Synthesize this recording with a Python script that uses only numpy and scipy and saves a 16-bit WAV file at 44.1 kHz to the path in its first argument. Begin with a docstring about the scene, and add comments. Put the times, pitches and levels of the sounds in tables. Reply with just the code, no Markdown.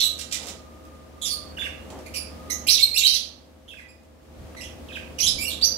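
"""A wire cage in a hard-walled room: lovebirds crowd round a seed dish, towards the right.
Shrieks, notes and warbles are gliding harmonic tones, throbbed and jittered into a rasp.
Wing flicks are grainy noise strokes with snaps among them; seed pecks and husk cracks are noise clicks.
Behind: a motor hum of steady lines, a rush of air, soft bumps, and at first a faint wavering far whistle."""
import sys
import numpy as np
from scipy import signal
from scipy.fft import rfft, irfft, next_fast_len
from scipy.io import wavfile
from scipy.ndimage import map_coordinates

SR = 44100
rng = np.random.default_rng(int(sys.argv[2]) if len(sys.argv) > 2 else 0)


def dump_mix(stems):
    """Bounce the given channels to the path in sys.argv[1] as a 16-bit WAV at rate SR."""
    frames = np.atleast_2d(stems).T  # one column per channel
    limited = np.clip(frames, -1, 1)  # hard clip at full scale
    pcm = np.round(limited * 32767).astype(np.int16)
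    wavfile.write(sys.argv[1], SR, pcm)


N = 254456
TIME = np.arange(N) / SR   # s
PROGRESS = np.linspace(0, 1, 60)   # course of one syllable


def from_db(db):
    """Decibels to gain."""
    return 10 ** (np.asarray(db) / 20)


def rms_one(x):
    """Scale to rms 1."""
    return x / np.sqrt(np.mean(x ** 2) + 1e-20)


def at_hz(points, hz):
    """Interpolate (Hz, value) points on a log-frequency axis."""
    known_hz, values = np.transpose(points)
    return np.interp(np.log(np.maximum(hz, 1)), np.log(known_hz), values)


def colour(x, spectrum):
    """Filter by a smooth (Hz, dB) curve."""
    n = x.shape[-1]
    size = next_fast_len(n + 512)
    gain = from_db(at_hz(spectrum, np.fft.rfftfreq(size, 1 / SR)))
    return irfft(rfft(x, size) * gain, size)[..., :n]


def band(x, low_hz, high_hz):
    """Butterworth band-pass."""
    edges_hz = [low_hz, min(high_hz, SR / 2 - 100)]
    return signal.sosfilt(signal.butter(2, edges_hz, "band", fs=SR, output="sos"), x)


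def high_pass(x, cutoff_hz):
    """Butterworth high-pass."""
    return signal.sosfilt(signal.butter(2, cutoff_hz, "high", fs=SR, output="sos"), x)


def drift(rate_hz, size):
    """Smooth random motion of spread about 1: a cubic spline through random knots."""
    knots_per_s = 2 * rate_hz
    knots = rng.standard_normal(int(size / SR * knots_per_s) + 6)
    return map_coordinates(knots, [2 + np.arange(size) / SR * knots_per_s], order=3)


def arch(start_s, length_s):
    """Half-sine swell."""
    return np.sin(np.pi * np.clip((TIME - start_s) / length_s, 0, 1))


def add(track, start_s, sound):
    """Mix a sound into a track."""
    start = max(round(start_s * SR), 0)
    part = sound[:max(N - start, 0)]
    track[start:start + len(part)] += part


def syllable(contour, overtone_db, step_db, throb_db=3.5, throb_hz=145, swing=0.12):
    """The syrinx whistles a gliding tone; when forced, it throbs unevenly and shakes into a rasp."""
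    edge_s, bloom_s = 0.003, 0.003
    jitter, jitter_hz = 0.06, 500   # jitter, swing: log-pitch depth at full rasp
    hiss_db, hiss_low_hz, hiss_high_hz = -13, 2400, 6500
    knot_s, knot_hz, knot_db, knot_rasp = np.transpose(contour)
    t = np.arange(knot_s[0], knot_s[-1] + edge_s, 1 / SR)
    rasp = np.clip(np.interp(t, knot_s, knot_rasp), 0.03, 1)

    # pitch sweeps down through each burst of strength
    throb = 2 * np.pi * throb_hz * t + drift(throb_hz / 3, len(t))
    shake = -swing * np.sin(throb) + jitter * drift(jitter_hz, len(t))
    pitch_hz = np.interp(t, knot_s, knot_hz) * np.exp(rasp * shake)
    bursts = rms_one(from_db(throb_db * np.sqrt(rasp) * np.cos(throb)))
    strength = bursts * from_db(np.interp(t, knot_s, knot_db))

    # harmonics build up just after the onset; those above Nyquist are muted
    phase = 2 * np.pi * np.cumsum(pitch_hz) / SR
    tone = np.sin(phase)
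    bloom = 1 - np.exp(-(t - t[0]) / bloom_s)
    for k in range(2, 8):
        gain = from_db(overtone_db + min(step_db, -1) * (k - 2.5))
        tone += bloom * gain * np.sin(k * phase) * (k * pitch_hz < SR / 2)

    # forced air tears into hiss that fills the gaps between harmonics
    hiss = rms_one(band(rng.standard_normal(len(t)), hiss_low_hz, hiss_high_hz))
    tone += from_db(hiss_db) * rasp * hiss
    edges = np.clip(np.minimum(t - t[0], t[-1] - t) / edge_s, 0, 1)
    return np.sqrt(2) * tone * strength * edges


def gesture(length_s, pitch_hz, level_db, rasp):
    """Course of one syllable as rows of (s, pitch Hz, level dB, rasp 0-1)."""
    return np.column_stack(np.broadcast_arrays(length_s * PROGRESS, pitch_hz, level_db, rasp))


def shriek(length_s, foot_hz, top_hz, level_db, rasp, overtone_db, step_db, point):
    """Pitch scoops in, then rises and falls with effort; deep throbs chop it into quick down-strokes."""
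    skew = 0.98   # under 1: top comes before the middle
    scoop, scoop_s = 0.2526, 0.0023   # starting shortfall as a share of pitch, catch-up time
    tire_db = 8   # lost from start to end
    effort = np.abs(np.sin(np.pi * PROGRESS ** skew)) ** point
    scooped = 1 - scoop * np.exp(-length_s * PROGRESS / scoop_s)
    pitch_hz = (foot_hz + (top_hz - foot_hz) * effort) * scooped
    db = level_db - tire_db * (PROGRESS - 0.5)
    contour = gesture(length_s, pitch_hz, db, rasp)
    return syllable(contour, overtone_db, step_db, throb_db=7, throb_hz=150.9, swing=0.19)


def note(length_s, start_hz, end_hz, level_db, rasp, overtone_db, step_db):
    """A peep that starts rough, then clears and sags as it glides evenly."""
    sag_db = 4   # lost from start to end
    swell_db, swell_s = 2, 0.0047   # quieter start, recovery time
    clearing_nepers = 0.7   # rasp decay over the note
    pitch_hz = start_hz + (end_hz - start_hz) * PROGRESS
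    db = level_db - sag_db * PROGRESS - swell_db * np.exp(-length_s * PROGRESS / swell_s)
    clearing_rasp = rasp * np.exp(clearing_nepers * (0.5 - PROGRESS))
    return syllable(gesture(length_s, pitch_hz, db, clearing_rasp), overtone_db, step_db)


def stroke(length_s, held_hz, level_db, offset, plunge_s):
    """A nearly pure tone that slides onto its pitch, hangs, then plunges and rests on a low foot."""
    foot_hz, foot_db, rest_s = 1590, 1, 0.004   # foot_db: gain on the foot
    settle_s, rasp = 0.0038, 0.2
    t = length_s * PROGRESS
    fall = np.clip(1 + (t - length_s + rest_s) / plunge_s, 0, 1)
    slide = 1 + offset * np.exp(-t / settle_s)
    pitch_hz = (held_hz + (foot_hz - held_hz) * fall) * slide
    contour = gesture(length_s, pitch_hz, level_db + foot_db * fall, rasp)
    return syllable(contour, overtone_db=-21, step_db=-2)


def calls(call, table):
    """Every row of a table, sung at its time."""
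    out = np.zeros(N)
    for start_s, *row in table:
        add(out, start_s, call(*row))
    return out


def birds():
    """All shrieks and notes, coloured by throat and beak."""
    # overtone_db: harmonic level extrapolated to order 2.5
    # step_db: per further harmonic, held to -1 or less
    # arching shrieks: start_s, length_s, foot_hz, top_hz, level_db (midway), rasp (0-1),
    # overtone_db, step_db, point (exponent: under 1 flat-topped, over 1 pointed)
    shriek_rows = [(0, 0.0079, 4460, 6430, -15.5, 0.3, -27, -23, 0.7),
                   (2.681, 0.073, 3900, 5780, -11, 0.52, -13.5, -1, 1.84),
                   (2.98, 0.025, 4380, 7290, -16, 0.18, -8, -1.5, 1.03),
                   (3.066, 0.052, 4050, 5580, -19, 0.64, -16, -7.5, 0.72),
                   (3.131, 0.037, 3510, 5560, -16.5, 0.67, -15, -1.5, 1.1),
                   (5.201, 0.021, 4120, 6180, -14, 0.31, -21.5, -19, 0.71),
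                   (5.273, 0.021, 3640, 5360, -13, 0.26, -18, -10, 0.48),
                   (5.638, 0.03, 5430, 6195, -13.5, 0.2, -22, -19, 0.86)]
    # gliding notes: start_s, length_s, start_hz, end_hz, level_db (before swell and sag),
    # rasp (0-1, midway), overtone_db, step_db
    note_rows = [(0, 0.024, 3895, 3897, -11.5, 1, -16, -1),
                 (0.024, 0.013, 4050, 3804, -10.5, 0.07, -13, -1),
                 (0.035, 0.0089, 3800, 2920, -19.5, 0.55, 0, -4.5),
                 (0.045, 0.0098, 3890, 4004, -10.5, 0.13, -6.5, -1),
                 (1.214, 0.0628, 3582, 3490, -25.5, 0.48, -4, -8),
                 (1.249, 0.046, 5800, 4794, -22.5, 0.79, -7.5, -1),
                 (1.299, 0.046, 4667, 4450, -20.5, 0.35, -9, -7.5),
                 (2.058, 0.012, 2210, 2325, -34.5, 0.84, -5.5, -1.5),
                 (2.137, 0.034, 2687, 2448, -28, 0.78, -2.5, -3.5),
                 (2.155, 0.032, 5036, 4845, -23, 0.47, -5, -0.5),
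                 (2.497, 0.013, 2030, 1968, -25, 0.47, -1.5, -1),
                 (2.503, 0.0086, 4990, 6190, -15.5, 0.6, -21, -3),
                 (2.513, 0.029, 6230, 6600, -20.5, 0.2, -10.5, 1),
                 (2.666, 0.02, 2616, 2664, -20.5, 0.8, -1, -1),
                 (2.77, 0.015, 4370, 2680, -16.5, 0.53, -22, 3),
                 (2.787, 0.03, 2190, 2313, -27, 0.08, -2, -1),
                 (2.793, 0.035, 3530, 4135, -16.5, 0.18, -12, -1),
                 (2.824, 0.019, 4230, 4186, -4.5, 0.03, -15, -1),
                 (2.939, 0.027, 2330, 2674, -27, 0.45, 1.5, -4.5),
                 (2.959, 0.0088, 2550, 2904, -14, 0, -2.5, -4), (2.972, 0.0084, 3326, 4500, -6, 0, -6.5, 4),
                 (3.007, 0.014, 3585, 2420, -16.5, 0.6, -14, -1),
                 (3.033, 0.015, 3738, 3926, -6, .08, -15, 0), (3.047, 0.013, 3034, 3153, -12, 0.14, -7, -4),
                 (3.06, 0.013, 4170, 4360, -4.5, 0.25, -19, 3),
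                 (3.678, 0.037, 3266, 3400, -38.5, 0.43, -17, -1),
                 (3.782, 0.043, 2070, 1950, -41, 0.35, -21, -1.5),
                 (3.882, 0.025, 2422, 2512, -47.5, 0.22, -3, -5.5),
                 (4.564, 0.04, 2031, 1985, -34.5, 0.42, -9.5, -3.5),
                 (4.604, 0.019, 2390, 2747, -33, 0.98, -2, -5),
                 (4.631, 0.03, 3236, 2956, -36.5, 0.76, -6.5, -6),
                 (4.921, 0.04, 3510, 3080, -35.5, 0.53, -22, 0),
                 (5.183, 0.014, 3090, 2262, -22.5, 1, -1.5, -5.5),
                 (5.225, 0.027, 3118, 3167, -18, 0.39, -1, -8),
                 (5.259, 0.017, 3617, 3683, -13.5, 0.6, -8, -7),
                 (5.383, 0.025, 2280, 2367, -23.5, 0, -8, 2), (5.405, 0.04, 2395, 2700, -29.5, 0.42, 2, 12),
                 (5.446, 0.032, 2730, 2880, -23.5, 0.17, -8, -1),
                 (5.477, 0.021, 4360, 4364, -22.5, 0.09, -2, 14),
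                 (5.498, 0.039, 3735, 3595, -25, 0.8, -11.5, -5),
                 (5.611, 0.017, 3790, 4510, -21, 0.8, -15, -10),
                 (5.623, 0.025, 4515, 4826, -8, 0.09, -27, -3)]
    # throat and beak response: freq_hz, gain_db
    beak = [(1500, -7.5), (2200, -4.5), (6300, -5.5), (7900, -4.5), (8900, -10.5), (10000, 1.5),
            (11000, -5.5), (12700, -3), (15000, -18.5)]
    return colour(calls(shriek, shriek_rows) + calls(note, note_rows), beak)


def warbles():
    """Runs of strokes that slide onto a pitch, hold it, then plunge."""
    # strokes: start_s, length_s, held_hz, level_db (before the foot),
    # offset (at the start, share of pitch), plunge_s
    stroke_rows = [(1.569, 0.019, 2750, -33, 0.16, 0.0014), (1.588, 0.04, 3500, -31, -0.0018, 0.013),
                   (1.636, 0.036, 2840, -31.5, -0.25, 0.009), (3.702, 0.041, 2640, -43.5, 0.63, 0.0034),
                   (3.766, 0.037, 2463, -44.5, 0.083, 0.0104), (4.884, 0.041, 2500, -41.5, 0.87, 0.003),
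                   (4.95, 0.025, 2450, -32.5, 0.65, 0.0035)]
    return calls(stroke, stroke_rows)


def wings():
    """Feathers brush past each other in short, grainy strokes."""
    # wing flicks: start_s, level_db (arch peak), length_s
    flicks = [(0.178, -31, 0.048), (0.303, -29, 0.073), (0.415, -37, 0.032), (0.455, -33.5, 0.055),
              (1.898, -47.5, 0.017)]
    # feather noise spectrum: freq_hz, density_db (relative)
    feathers = [(710, -36), (1200, -30), (1330, -9.5), (3600, -2), (4220, -2), (7310, -1), (13400, -17.5),
                (15000, -24)]
    grain_db, grain_hz = 5.0, 130
    strokes = sum(from_db(db) * arch(start_s, length_s) for start_s, db, length_s in flicks)
    grain = from_db(grain_db * drift(grain_hz, N))
    return strokes * rms_one(colour(rng.standard_normal(N), feathers) * grain)


def clicks():
    """Decaying noise clicks: feather snaps, two beak pecks and many tiny cracks of seed husks."""
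    # short clicks, feather snaps among the wing flicks, then two beak pecks:
    # start_s, level_db (onset, before band-pass)
    click_rows = [(0.1935, -25), (0.331, -23), (0.4696, -25), (0.852, -42.5), (1.9894, -37)]
    decay_s, low_hz, high_hz = 0.0023, 1200, 11000
    husk_db, husk_range_db, husk_count = -52, 10, 30
    out, t = np.zeros(N), TIME[:SR // 30]
    husks = [(u * N / SR, husk_db + husk_range_db * (v - 0.5)) for u, v in rng.random((husk_count, 2))]
    for start_s, db in click_rows + husks:
        add(out, start_s, from_db(db) * np.exp(-t / decay_s) * rng.standard_normal(len(t)))
    return band(out + 1e-18, low_hz, high_hz)


def bumps():
    """Soft, dull knocks and rumbles of band noise, a little different in each ear."""
    # bumps: start_s, level_db (arch peak), length_s, centre_hz
    bump_rows = [(0.346, -44.5, 0.26, 342), (1.863, -42, 0.19, 330), (4.353, -46, 0.13, 58),
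                 (4.547, -41, 0.0096, 800), (4.565, -52, 0.22, 61), (5.155, -40, 0.34, 81)]
    spread, apart = 2.28, 0.6   # band edge ratio to centre, independent noise per ear
    noise = rng.standard_normal(N) + apart * rng.standard_normal((2, N))
    return sum(from_db(db) * arch(start_s, length_s) * rms_one(band(noise, hz / spread, hz * spread))
               for start_s, db, length_s, hz in bump_rows)


def room(x, early_db=-1.5, tail_db=-0.5, gap_s=0.0043, thin_hz=1500):
    """Direct sound, floor and near-wall echoes, then a diffuse tail, thin in lows, shorter in treble."""
    # reverberation time: freq_hz, t60_s
    t60 = [(1500, 0.51), (5000, 0.41), (14000, 0.24)]
    early_decay_s, echoes_per_s = 0.018, 900
    t = TIME[:int(0.7 * SR)]
    edges_hz = np.geomspace(500, 20000, 8)
    white = rng.standard_normal((2, len(t)))
    tail = np.zeros((2, len(t)))
    for k, (low_hz, high_hz) in enumerate(zip(edges_hz, edges_hz[1:])):
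        decay = from_db(-60 * t / at_hz(t60, np.sqrt(low_hz * high_hz)))
        tail += band(white, low_hz, high_hz) * decay * (-1) ** k
    tail *= t > gap_s
    hits = rng.random((2, len(t))) < echoes_per_s / SR
    early = rng.standard_normal((2, len(t))) * hits * np.exp(-t / early_decay_s) * (t > gap_s / 2)
    response = (from_db(tail_db) * rms_one(tail) + from_db(early_db) * rms_one(early)) / np.sqrt(len(t))
    response = high_pass(response, thin_hz)
    response[:, 0] += 1   # direct sound
    return signal.fftconvolve(x[None], response, axes=1)[:, :N]


def far_whistle():
    """A narrow tone, blurred by its long way through the room."""
    # whistle course: time_s, pitch_hz, level_db; silent after the last row
    course = [(0, 1246, -57), (.93, 1220, -55), (1.15, 1205, -60), (1.38, 1215, -47), (1.55, 1170, -59),
              (2.253, 1220, -60), (2.479, 1245, -48.5), (2.8, 1200, -58.5)]
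    blur_hz = 22
    knot_s, knot_hz, knot_db = np.transpose(course)
    phase = 2 * np.pi * np.cumsum(np.interp(TIME, knot_s, knot_hz)) / SR
    blurred = [drift(blur_hz, N) * np.cos(phase) + drift(blur_hz, N) * np.sin(phase) for _ in range(2)]
    return np.array(blurred) * from_db(np.interp(TIME, knot_s, knot_db, right=-120))


def motor():
    """Steady hum lines that wander slightly in phase."""
    # hum lines: freq_hz, level_db (before background gain), lean_db (right minus left)
    lines = [(57.3, -63.5, 6), (75.5, -52.5, -0.5), (231.8, -62.5, -5.5), (254.5, -65, -3),
             (519.2, -59.5, -0.5), (634, -65, -6.5)]
    wander_rad, wander_hz = 0.11, 5.1
    out = np.zeros((2, N))
    for hz, db, lean_db in lines:
        gain = np.sqrt(2) * from_db(db + np.array([[-0.5], [0.5]]) * lean_db)
        out += gain * np.sin(2 * np.pi * hz * TIME + wander_rad * drift(wander_hz, N))
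    return out


def air():
    """Room rush of coloured noise, alike in both ears in the bass only."""
    # rush spectrum: freq_hz, gain_db (relative)
    rush = [(18, -55), (30, -22.5), (81, -3), (110, -10), (300, -4.5), (400, -11.5), (524, -9),
            (1060, -19.5), (1200, -18), (1410, -22.5), (2130, -24.5), (5170, -30.5), (15000, -38.5)]
    # correlation between ears: freq_hz, likeness (0-1)
    likeness = [(80, 0.92), (200, 0.3), (4000, 0.027)]
    level_db = -49.0   # before background gain
    alike = np.clip(at_hz(likeness, np.fft.rfftfreq(N, 1 / SR)), 0, 1)
    mid, side = rfft(rng.standard_normal((2, N)))
    pair = irfft(np.sqrt(1 + alike) * mid + np.sqrt(1 - alike) * side * [[1], [-1]], N)
    return from_db(level_db) * rms_one(colour(pair, rush))


def scene():
    """The cage in its room over the background; left microphone shaded, right one lagging slightly."""
    # left microphone shaded from the cage: freq_hz, gain_db
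    left_shade = [(1500, -11), (3000, -8), (4500, -11.5), (6500, -19), (8800, -31), (10700, -25.5),
                  (11600, -13.5), (13000, -10), (14200, -4)]
    # recorder gain on the background, a preset curve: sinks after loud shrieks, later recovers:
    # time_s, gain_db
    gain_points = [(0, 2.5), (1.15, 0.5), (1.5, 5), (2.66, 6.5), (2.76, 2.5), (3.4, -3.5), (4.2, -4.5),
                   (4.45, 4), (5.3, 6)]
    right_lag_s = 0.0003
    near = room(birds() + wings() + clicks())
    warbling = room(warbles(), early_db=-6, tail_db=0, gap_s=0.012, thin_hz=2400)
    left, right = near + warbling
    cage = np.array([colour(left, left_shade), np.roll(right, round(right_lag_s * SR))])
    background_gain = from_db(np.interp(TIME, *np.transpose(gain_points)))
    return cage + bumps() + far_whistle() + background_gain * (motor() + air())


def record(dry):
    """Full scale limits the peaks; the top is cut."""
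    cutoff_hz = 15700
    low_pass = signal.ellip(10, 0.2, 80, cutoff_hz, fs=SR, output="sos")   # 0.2 dB ripple, 80 dB stop
    return signal.sosfilt(low_pass, np.clip(dry, -1, 1))


dry = scene()
out = record(dry)
dump_mix(out)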